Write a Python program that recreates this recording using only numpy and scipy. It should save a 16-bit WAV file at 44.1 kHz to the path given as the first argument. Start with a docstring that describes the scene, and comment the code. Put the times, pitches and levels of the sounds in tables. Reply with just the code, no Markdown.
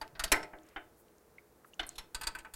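"""A small steel wrench is worked on a fitting inside a sheet-metal case, close by, in quiet workshop air.
It first clacks on the nut and gives one loud blow; then, lifted off, it ticks and knocks against the case.
At the end it is seated again with a run of clacks. Each contact is a burst of filtered noise with a dense tail,
decaying sine modes of the panel and a slow push of the case. Narrow noise makes the light ticks,
beating pairs of sines make the pings, and soft band noise makes the rubs of the hand."""
import sys
import numpy as np
from scipy import signal
from scipy.fft import irfft, next_fast_len
from scipy.io import wavfile

SR = 44100
rng = np.random.default_rng(int(sys.argv[2]) if len(sys.argv) > 2 else 0)


def dump_mix(stems):
    """Bounce the given channels to the path in sys.argv[1] as a 16-bit WAV at rate SR."""
    frames = np.atleast_2d(stems).T  # one column per channel
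    limited = np.clip(frames, -1, 1)  # hard clip at full scale
    pcm = np.round(limited * 32767).astype(np.int16)
    wavfile.write(sys.argv[1], SR, pcm)


N = 112454  # samples in the scene
RING_S = 0.7  # length computed for each blow and ping
RISE_S = 0.0017  # rise time of blows and pings


def undb(db):
    """Logarithmic level: decibels to amplitude gain."""
    return 10 ** (np.asarray(db) / 20)


def fade(t, t60):
    """Exponential damping: the amplitude falls by 60 dB in t60 seconds."""
    return np.exp(-np.log(1000) * t / max(t60, 1e-3))


def add(out, start, sound):
    """Superposition: mix a sound in at its start time."""
    i = max(int(start * SR), 0)
    out[i:i + len(sound)] += sound[:max(len(out) - i, 0)]


def axes(seconds):
    """Sampling: time and frequency axes of a sound of about this length."""
    n = 2 * next_fast_len(int(seconds * SR / 2))
    t = np.arange(n) / SR
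    f = np.arange(n // 2 + 1) * SR / n + 1e-3  # kept off zero for divisions and logarithms
    return t, f


def noise(gain):
    """Random-phase synthesis: noise of rms 1 with the given amplitude spectrum."""
    phases = 2 * np.pi * rng.random(len(gain))
    x = irfft(gain * np.exp(1j * phases))
    return x / (x.std() + 1e-18)


def colour(f, resonances, dull_hz, order=6):
    """Resonance: Lorentzian power peaks on a flat response that falls away above a corner."""
    power = 1.0
    for hz, width, db in resonances:
        power = power + undb(db) ** 2 / (1 + (2 * (f - hz) / width) ** 2)
    return np.sqrt(power / (1 + (f / dull_hz) ** (2 * order)))


def passband(f, lo_hz, hi_hz, order=14):
    """Band limiting: amplitude gain of a steep band-pass."""
    return 1 / np.sqrt((1 + (lo_hz / f) ** order) * (1 + (f / hi_hz) ** order))


# spectrum of the workshop air: (frequency [Hz], relative spectral level [dB])
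AIR_SPECTRUM = [(15, -46), (25, -15), (59, -5), (82, -9.5), (317, -10), (344, -1.5), (384, -14),
                (416, -2.5), (545, -10.5), (1560, -19.5), (2110, -24.5), (2990, -30.5), (16000, -28.5)]
AIR_DB = -64.5  # rms level


def workshop():
    """Stationary noise: steady, dull air noise with a fixed spectrum."""
    _, f = axes(N / SR + 1)
    hz, db = np.array(AIR_SPECTRUM).T
    spectrum_db = np.interp(np.log(f), np.log(hz), db)
    return undb(AIR_DB) * noise(undb(spectrum_db))[:N]


# rubs of hand and wrench: (time [s], length [s], level [dB], low edge [Hz], high edge [Hz])
RUBS = [(.003, 0.26, -65, 73.4, 159), (0.597, 0.2, -68.5, 890, 2520), (0.961, 0.072, -68, 8600, 15100),
        (1.649, 0.057, -68, 8540, 15000), (1.851, 0.11, -64.5, 600, 4900)]


def hand_rubs():
    """Friction noise: shifts of the grip give a low rumble, soft rubs and faint high hisses."""
    out = np.zeros(N)
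    for start, length, db, lo_hz, hi_hz in RUBS:
        t, f = axes(length)
        swell = np.sin(np.pi * t / t[-1])
        add(out, start, undb(db) * swell * noise(passband(f, lo_hz, hi_hz, order=8)))
    return out


# light ticks and scrapes of the jaws:
# (time [s], level [dB], centre [Hz], nominal width before the factor 1.1 [Hz], t60 [s])
TICKS = [(0.078, -45.5, 4400, 4500, 0.0054), (0.16, -64, 4170, 1200, 0.053),
         (.3235, -26, 6600, 5980, 0.024), (0.354, -47, 7000, 8010, 0.075),
         (.5865, -54.5, 3120, 1750, 0.011), (.634, -58, 6950, 1200, 0.008), (.665, -60, 7600, 1800, 0.015),
         (0.687, -60, 5500, 6200, .04), (1.083, -57, 2800, 2800, 0.0063),
         (1.183, -55.5, 7080, 2980, 0.0047), (1.3828, -43.5, 2120, 260, 0.025),
         (1.6462, -49.5, 1250, 454, 0.031), (1.735, -49.5, 2860, 600, 0.015),
         (1.742, -50, 6540, 1800, 0.0079), (1.7935, -60, 10000, 5000, 0.11),
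         (1.8664, -45.5, 10800, 3000, 0.033), (1.87, -50, 8520, 300, .06),
         (1.8915, -32.5, 7500, 2500, 0.008), (2.389, -48.5, 2660, 700, 0.036),
         (2.405, -54.5, 2300, 2000, .04)]


def ticks(rise_s=0.00025, tail_db=-30, tail_t60=0.193):
    """Selective excitation: a light touch excites one short resonance and a faint tail."""
    t, f = axes(RING_S / 2)
    out = np.zeros(N)
    for start, db, hz, width, t60 in TICKS:
        resonance = 1 / (1 + ((f - hz ** 2 / f) / (1.1 * width)) ** 2)
        decay = fade(t, t60) + undb(tail_db) * fade(t, tail_t60)
        envelope = (1 - np.exp(-t / rise_s)) * decay
        add(out, start, undb(db) * envelope * noise(resonance))
    return out


# tones that ring on in the loosely held wrench: (time [s], frequency [Hz], level [dB], t60 [s])
PINGS = [(.013, 875, -40.5, 0.19), (.013, 4670, -41, 0.044), (.762, 3320, -64, 0.089),
         (.762, 3610, -72, 0.43), (1.795, 4200, -54, 0.29), (1.868, 4215, -65.5, 0.63),
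         (1.869, 8760, -62, .15), (1.981, 5394, -55, 0.18), (1.981, 4040, -47, 0.09)]
BEAT_HZ, TWIN_DB = 21, -2.5  # twin's offset upward, and its level relative to the first tone


def pings():
    """Beating: the loosely held wrench rings on with close pairs of tones."""
    t, _ = axes(RING_S)
    out = np.zeros(N)
    for start, hz, db, t60 in PINGS:
        tone = np.sin(2 * np.pi * hz * t)
        twin = np.sin(2 * np.pi * ((hz + BEAT_HZ) * t + rng.random()))
        envelope = np.minimum(t / RISE_S, 1) * fade(t, t60)
        add(out, start, undb(db) * envelope * (tone + undb(TWIN_DB) * twin))
    return out


PUSH_S, THUMP_CUT_HZ, THUMP_DB = 0.022, 6.9, 5.5  # push length, high-pass corner, gain


def thump(t):
    """Impulse and recoil: the whole case gives way to a blow and swings back."""
    push = np.sin(np.pi * np.minimum(t / PUSH_S, 1)) ** 2
    recoil = signal.butter(2, THUMP_CUT_HZ, "high", fs=SR, output="sos")
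    return undb(THUMP_DB) * signal.sosfilt(recoil, push)


# low shudder of the case; its level is relative to a blow's thump column
THUD_DB, THUD_LO_HZ, THUD_HI_HZ, THUD_T60_S = -21, 70, 220.2, 0.66
HOLD_S, TAIL_RISE_S = 0.0056, 0.0051  # rattle held before it decays; time constant of the tail's rise
GRAIN_S, GRAIN_LO_DB, GRAIN_HI_DB = 0.00062, -4.2, 3  # chatter within one contact: step and range
# decay of the metalwork, by band: (low edge [Hz], high edge [Hz], rattle t60 [s],
# tail level relative to the rattle, before the ring offset [dB], tail t60 [s])
BANDS = [(270.6, 770, .09, -2, 0.38), (665, 2560, 0.12, -10.5, 0.3), (2369, 4900, 0.053, -13, .24),
         (5500, 9700, 0.051, -19, 0.25), (10000, 13000, 0.041, -22, 0.23)]
# ringing modes of the panel: (frequency [Hz],
# level relative to the blow's band, before the ring offset [dB], t60 [s])
PANEL = [(308.2, -5, 0.35), (333.3, -12.5, 0.35), (386.6, -7.5, 0.34), (611.7, -13.5, 0.67),
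         (713, -12.5, 0.57), (872, -16.5, 0.38), (1034, -20, .35), (1300, -19, 0.42), (1545, -15, 0.27),
         (1734, -22.5, 0.33), (1770, -24.5, 0.32), (1908, -20, 0.15), (1997, -15.5, .18), (2260, -25, .2),
         (2366, -15.5, 0.13), (2790, -18.5, 0.13)]


def blow(levels_db, thump_db, ring_db, body, t, f):
    """Impact excitation: a blow chatters, leaves a dense tail, rings the panel and nudges the case."""
    attack = np.minimum((t / RISE_S) ** 0.5, 1)
    grains_db = rng.uniform(GRAIN_LO_DB, GRAIN_HI_DB, len(t))
    chatter = undb(np.interp(t / GRAIN_S, np.arange(len(t)), grains_db))
    shudder = noise(passband(f, THUD_LO_HZ, THUD_HI_HZ))
    thud = undb(THUD_DB) * attack * fade(t, THUD_T60_S) * shudder
    sound = undb(thump_db) * (thump(t) + thud)
    for db, (lo, hi, rattle_t60, tail_db, tail_t60) in zip(levels_db, BANDS):
        rattle = attack * chatter * fade(np.maximum(t - HOLD_S, 0), rattle_t60)
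        tail_rise = 1 - np.exp(-t / TAIL_RISE_S)
        tail = undb(tail_db + ring_db) * tail_rise * fade(t, tail_t60)
        envelope = np.hypot(rattle, tail)  # their powers add
        sound = sound + undb(db) * noise(body * passband(f, lo, hi)) * envelope
    edges = [band[1] for band in BANDS[:-1]]
    for hz, db, t60 in PANEL:
        band_db = levels_db[np.searchsorted(edges, hz)]
        mode = attack * fade(t, t60) * np.sin(2 * np.pi * hz * t)
        sound = sound + undb(band_db + db + ring_db) * mode
    return sound


# resonances of the case: (frequency [Hz], width [Hz], level over the rest [dB])
CASE = [(316.7, 17, 26), (721, 140, 14), (1535, 220, 13.5), (2060, 172, 9), (3040, 104, 18),
        (3560, 140, 13)]
# knocks against the case:
# (time [s], levels in the lower four BANDS [dB] x 4, thump before THUMP_DB [dB], dull above [Hz])
KNOCKS = [(.533, -48, -49, -79, -87, -54.5, 2400), (.761, -49, -39.5, -54.5, -65, -51.5, 3870),
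          (1.794, -47, -38, -35.5, -54.5, -46.5, 8950), (1.829, -63, -47, -49.5, -57.5, -50, 5000)]


def knocks(ring_db=0.0):
    """Contact stiffness: the wrench bumps the case, and softer contacts are duller."""
    t, f = axes(RING_S)
    out = np.zeros(N)
    for start, *levels_db, thump_db, dull_hz in KNOCKS:
        body = colour(f, CASE, dull_hz)
        add(out, start, blow(levels_db, thump_db, ring_db, body, t, f))
    return out


# resonances of wrench and nut in each seating: (frequency [Hz], width [Hz], level over the rest [dB])
FIRST_SEAT = [(671.6, 50, 9), (930, 40, 5), (1375, 160, 8.5), (1562, 32, 13), (1900, 130, 4.5),
              (2488, 100, -1.5), (4624, 170, 10), (6500, 200, 3), (7630, 250, 3), (10000, 300, -2.5)]
SLIPPING = [(404, 40, 9.7), (890, 38, 17), (1522, 93, 15), (1990, 260, 14), (2425, 50, 6), (4150, 120, 4),
            (5380, 110, 15), (7510, 83, 8), (10900, 190, 5.4)]
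LOOSE = [(1024, 50, 5.7), (3050, 260, 8), (3540, 200, 14), (4210, 64, 13), (5450, 130, 5), (11170, 270, 13)]
SECOND_SEAT = [(924, 56, 5.3), (980, 21, 2.4), (1330, 27, 14), (1518, 36, 8.7), (2035, 39, 4.7),
               (2500, 82, 4.3), (3920, 70, 6.1), (4630, 117, 15.6), (5060, 94, 4.9), (6860, 250, 9.1),
               (7560, 170, 9.6), (8270, 580, 11.6), (11140, 130, 3.6), (14500, 260, 14)]
# order of the seatings: (start time [s], resonances)
SEATS = [(0, FIRST_SEAT), (.3, SLIPPING), (1.9, LOOSE), (2.1, SECOND_SEAT)]
# how freely each seating lets the case ring on: (offset to tail and panel modes [dB])
SEAT_RING_DB = [-1, 0.5, 1.5, -1]
# clacks on the nut: (time [s], levels in the five BANDS [dB] x 5, thump before THUMP_DB [dB])
CLACKS = [(0.0133, -50.5, -43.5, -47, -53.5, -52, -52), (0.152, -60, -53, -58.5, -90, -93, -59),
          (0.1942, -56.5, -37, -37.5, -40, -44.5, -42), (0.2374, -50.5, -39, -33, -35, -37, -39),
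          (0.278, -75, -72, -48.5, -76, -61, -56), (0.3176, -32, -21, -24.5, -25, -26.5, -32),
          (0.4286, -61, -45.5, -51, -54, -76, -57), (1.955, -72, -69.5, -56.5, -61, -63, -61.5),
          (1.981, -64.5, -47.5, -44, -45.5, -50, -48), (2.146, -58.5, -44, -38, -39, -48.5, -43),
          (2.2116, -58, -42, -45.5, -48, -45.5, -57), (2.2331, -79.5, -46.5, -43.5, -44.5, -54, -49.5),
          (2.2691, -55, -38.5, -35, -37, -44, -42), (2.35, -61.5, -41.5, -53, -54.5, -54, -56),
          (2.3859, -62, -53, -57.5, -52.5, -57.5, -55.5), (2.4477, -63.5, -47.5, -68.5, -69, -73, -66),
          (2.537, -73, -52, -52.5, -49.5, -47.5, -50)]
CLACK_DULL_HZ = 13200  # corner above which clacks fall away
RIPPLE_HZ, RIPPLE_DB = 55.35, 3.5  # many weak modes: spacing and standard deviation


def clacks():
    """Boundary conditions: the jaws hit the nut, and all clacks of one seating share its resonances."""
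    t, f = axes(RING_S)
    out = np.zeros(N)
    bodies = []
    for _, resonances in SEATS:
        ripple_db = RIPPLE_DB * rng.standard_normal(len(f))
        ripple = undb(np.interp(f / RIPPLE_HZ, np.arange(len(f)), ripple_db))
        bodies.append(ripple * colour(f, resonances, CLACK_DULL_HZ))
    for start, *levels_db, thump_db in CLACKS:
        seat = sum(start >= begins for begins, _ in SEATS[1:])
        add(out, start, blow(levels_db, thump_db, SEAT_RING_DB[seat], bodies[seat], t, f))
    return out


def scene():
    """Linear superposition: room air, rubs, ticks, pings, knocks and clacks add up in one channel."""
    background = workshop() + hand_rubs()
    return (background + ticks() + pings() + knocks() + clacks())[None]


TOP_HZ = 15900  # upper limit of the recorder


def record(dry):
    """Band limiting: the recorder cuts the top with a steep elliptic low-pass."""
    lowpass = signal.ellip(10, 0.2, 80, TOP_HZ, fs=SR, output="sos")
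    return signal.sosfilt(lowpass, dry)


dry = scene()
out = record(dry)
dump_mix(out)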